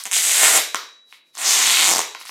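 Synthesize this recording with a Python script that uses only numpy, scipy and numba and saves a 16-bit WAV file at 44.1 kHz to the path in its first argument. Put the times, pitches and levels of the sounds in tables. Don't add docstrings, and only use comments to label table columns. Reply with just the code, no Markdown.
import sys
import numpy as np
from scipy import signal
from scipy.fft import rfft, irfft
from scipy.io import wavfile
from numba import njit

SR = 44100
rng = np.random.default_rng(int(sys.argv[2]) if len(sys.argv) > 2 else 0)


def invert_db(level):
    return 10 ** (np.asarray(level, dtype=float) / 20)


def inscribe(sig):
    pcm = np.round(np.clip(np.atleast_2d(sig).T, -1, 1) * 32767)
    wavfile.write(sys.argv[1], SR, pcm.astype(np.int16))


N = 101429

# time in seconds, level in dB, slips per second,
# crack in Hz, taut film in Hz, share of the taut film in dB, share of the shell thump in dB.
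FIRST_PEEL = [
    (.1255, -18, 190, 7000, 3040, 0, -47),
    (.165, -17.5, 344, 7050, 2800, -4.5, -24.5),
    (.21, -20.5, 170, 7740, 2750, -6, -24.5),
    (.3, -18, 265, 7400, 2600, -4.5, -20.5),
    (.385, -17, 384, 8000, 2300, -2, -18),
    (.44, -12.5, 368, 7870, 2100, -4, -15),
    (.51, -17.5, 400, 7687, 2000, -3.5, -13.5),
    (.575, -13.5, 386, 7700, 2160, -5, -12.5),
    (.6, -30, 370.6, 8000, 2200, 7, -1),
]
SECOND_PEEL = [
    (1.382, -30, 700.1, 8100, 2600, -2, -10),
    (1.44, -26, 691.4, 6910, 2315, 0, -9.5),
    (1.457, -17, 450, 6040, 2600, -8, -15),
    (1.53, -17, 419.6, 6804, 2870, -3, -17.5),
    (1.6, -18.5, 359.1, 6650, 2340, -0.5, -11.5),
    (1.67, -18.5, 252.3, 6970, 3000, 1, -13),
    (1.8, -20, 283.8, 7100, 2870, 2.5, -12),
    (1.88, -17.5, 141.4, 7000, 2730, -6, -10),
    (1.94, -17.5, 130.3, 6630, 2742, -10.5, -5),
]
# time in seconds, peak in dB,
# share of the taut film in dB, share of the shell thump in dB.
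LONE_SLIPS = [(.0547, -10, -3, -11), (.059, -15, -4, -10), (.065, -15, -4, -10), (.069, -15, -4, -8),
              (.074, -22, -5, -5), (.114, -7, -6, -20), (.119, -7, -6, -20), (.1245, -7, -8, -15),
              (1.9505, -7, -8, -5), (1.9605, -3, -8, -5), (1.9685, -3, -10, -3), (1.9825, -2, -6, -5),
              (1.992, -3, -6, -4), (2.004, -3, -8, -4), (2.016, -11, -3, -4)]
# time in seconds, peak in dB,
# share of the taut film in dB, share of the shell thump in dB, bright crackle in Hz.
CRINKLES = [(.038, -9, -17, -31, 8650), (0.746, 3.5, -1, -1, 6670), (0.757, -1, -8.5, -36, 5795),
            (1.126, -34.5, 17.5, 7.5, 3270), (1.135, -38.5, 5, -16, 5000), (1.142, -59.5, 5.5, -22.5, 4926),
            (1.284, -69.5, -4, -0.5, 7000), (1.3525, -16, -17.5, -11, 6600), (1.372, -12, -19.5, -3, 4200),
            (1.379, -8, -11, -31, 6870), (2.149, -16.5, 9, -8, 4500), (2.151, -25, -10, 15, 3890),
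            (2.2016, -21.5, -10.5, -20, 10070), (2.213, -34, 17, 16, 4530), (2.2535, -16.5, -9, -5, 8940),
            (2.2604, -21, -1, -11, 5900), (2.271, -27, 8, -7.5, 4930), (2.294, -27, 16, 12.5, 4170)]
# middle in seconds, half length in seconds, level in dB.
RUSTLES = [
    (1.136, 0.052, -57.5),
    (1.289, 0.04, -70),
    (1.368, 0.021, -46),
    (2.214, 0.022, -44),
    (2.29, 0.032, -40),
]
# centre in Hz, decay by 60 dB in seconds, level in dB.
ROOM_BANDS = [(157.5, 0.082, -1), (450, 0.45, 2), (1187, 0.37, -1), (2100, 0.467, 0), (4200, 0.41, 7),
              (8000, 0.38, -12.5), (12900, 0.3, 5)]
# pitch in Hz, decay by 60 dB in seconds, level in dB.
RINGING_MODES = [(2105, .8, -20), (3585, 1.0, -17), (3671, .86, -13), (3795, 1.25, -7), (3865, 1.2, -13),
                 (3898.5, 1.7, 0), (3926, .7, -5), (4037, .5, -6)]
# frequency in Hz, density in dB per Hz.
AIR_SPECTRUM = [(60, -13), (130, -2), (500, 0), (900, -9), (1400, -11), (1950, -26), (2900, -25.5),
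                (15000, -33)]

SLIP_TEAR_S = .0006
SHELL_HZ = 899


@njit
def svf(x, hz, share):
    y, b, l = np.empty(len(x)), 0., 0.
    for i in range(len(x)):
        g = np.tan(np.pi * hz[i] / SR)
        v = (b + g * (x[i] - l)) / (1 + g * (g + share))
        b, l, y[i] = 2 * v - b, l + 2 * g * v, share * v
    return y


def band(x, hz, share):
    hz = np.clip(hz * np.ones(len(x)), 50, .44 * SR)
    once = svf(x + 1e-18, hz, 1. * share)
    return svf(once, hz, 1. * share) * np.sqrt(SR / (0.92 * share * hz))


def floor():
    f = np.arange(N // 2 + 1) * SR / N + 1
    hz, db = np.array(AIR_SPECTRUM).T
    gain = invert_db(np.interp(np.log(f), np.log(hz), db))
    x = irfft(rfft(rng.standard_normal(N)) * gain, N)
    return x * invert_db(-72.5) / np.std(x)


def room(x):
    gap_s, desk_s = 0.0082, 0.0028
    t = np.arange(SR // 2) / SR
    tail = 0
    for hz, t60, db in ROOM_BANDS:
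        noise = band(rng.standard_normal(len(t)), hz, 0.69)
        tail = tail + invert_db(db - 60 * t / t60) * noise * np.sqrt(hz / t60)
    tail = tail * np.clip(t / gap_s, 0, 1) ** 2
    tail = tail * invert_db(-2) / np.sqrt(np.sum(tail ** 2))
    tail[0] += 1
    tail[int(desk_s * SR)] += invert_db(-13.5)
    return signal.fftconvolve(x, tail)[:N]


def metal(x):
    out, t = 0, np.arange(N) / SR
    for hz, t60, db in RINGING_MODES:
        r = invert_db(-120 / (t60 * SR))
        stored = np.sqrt(signal.lfilter([1 - r], [1, -r], x ** 2))
        out = out + invert_db(db) * stored * np.sin(2 * np.pi * (hz * t + rng.random()))
    return invert_db(-20.5) * out


def rustle():
    t = np.arange(N) / SR
    gain = invert_db(-36 - 60 * t / .3)
    for middle, half, db in RUSTLES:
        gain = gain + invert_db(db) * np.exp(-((t - middle) / half) ** 2)
    colour = 0
    for hz, width, db in [(4500, 1.0, 0), (2000, .7, -11), (1100, .6, -13.5), (10500, 1.0, -3.5)]:
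        colour = colour + invert_db(db) * band(rng.standard_normal(N), hz, width)
    return gain * colour


def torn(at, size, last_s):
    x = np.bincount(at, size, N)[:N]
    fading = signal.lfilter([1], [1, -np.exp(-1 / (last_s * SR))], np.abs(x))
    return x + invert_db(-4) * rng.standard_normal(N) * fading / np.sqrt(last_s * SR)


def film(at, size, crack_hz, film_hz, film_db, shell_db, last_s, hiss=0.,
         shell_hz=SHELL_HZ, film_width=1.25, flap_db=-12):
    crack_size, film_size, shell_size = size * invert_db(1.6 * rng.standard_normal((3, len(at))))
    crack = torn(at, crack_size, last_s) + hiss * rng.standard_normal(N)
    drum = torn(at, film_size * invert_db(film_db), last_s)
    thump = torn(at, shell_size * invert_db(shell_db), last_s)
    air = crack * np.sign(rng.standard_normal(N))
    out = band(crack, crack_hz, .66) + invert_db(-18) * band(air, 12000, .6)
    out = out + band(drum, film_hz, film_width)
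    out = out - band(thump, shell_hz, 0.63)
    return out + invert_db(flap_db) * band(thump, 243, 1.68)


def crinkles():
    start, db, film_db, shell_db, bright_hz = np.array(CRINKLES).T
    at = (start * SR).astype(int)
    latest = np.searchsorted(at, np.arange(N), side="right") - 1
    bright = bright_hz[np.clip(latest, 0, None)]
    return film(at, invert_db(db - 2.5), bright, 2300, film_db, shell_db, .001,
                shell_hz=1050, film_width=.9, flap_db=-19)


def lone_slips():
    start, db, film_db, shell_db = np.array(LONE_SLIPS).T
    at = (start * SR).astype(int)
    return film(at, invert_db(db + 4), 7000, 2600, film_db, shell_db, SLIP_TEAR_S)


def peel(table, shell_hz):
    uneven, scatter_db, hiss_db = .3, 1.8, -4.5
    t, rows = np.arange(N) / SR, np.array(table).T
    db, rate, crack_hz, film_hz, film_db, shell_db = (np.interp(t, rows[0], r) for r in rows[1:])
    on = (t > rows[0, 0]) & (t < rows[0, -1])
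    rate = np.clip(rate, 40, 1200)
    gap_chance, size_chance = rng.standard_normal((2, 900))
    slips_due = np.cumsum(np.exp(uneven * gap_chance))
    at = np.searchsorted(np.cumsum(on * rate / SR), slips_due)
    keep = at < N
    at = at[keep]
    size = invert_db(db[at] - 6 + scatter_db * size_chance[keep]) * np.sqrt(SR / rate[at])
    hiss = on * invert_db(db + hiss_db)
    return film(at, size, crack_hz, film_hz, film_db[at], shell_db[at], SLIP_TEAR_S, hiss, shell_hz)


def scene():
    rips = peel(FIRST_PEEL, 723) + peel(SECOND_PEEL, SHELL_HZ)
    in_room = room(rips + lone_slips() + crinkles())
    return np.tile(in_room + rustle() + metal(rips) + floor(), (2, 1))


def band_limit(x):
    return signal.sosfilt(signal.butter(12, 16620, fs=SR, output="sos"), x)


def record(dry):
    x = signal.sosfilt(signal.butter(2, 170, "high", fs=SR, output="sos"), dry)
    x = np.clip(x, -.9, .9)
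    mix = signal.sosfilt(signal.ellip(8, .2, 70, 15900, fs=SR, output="sos"), x)
    return band_limit(mix)


dry = scene()
out = record(dry)
inscribe(out)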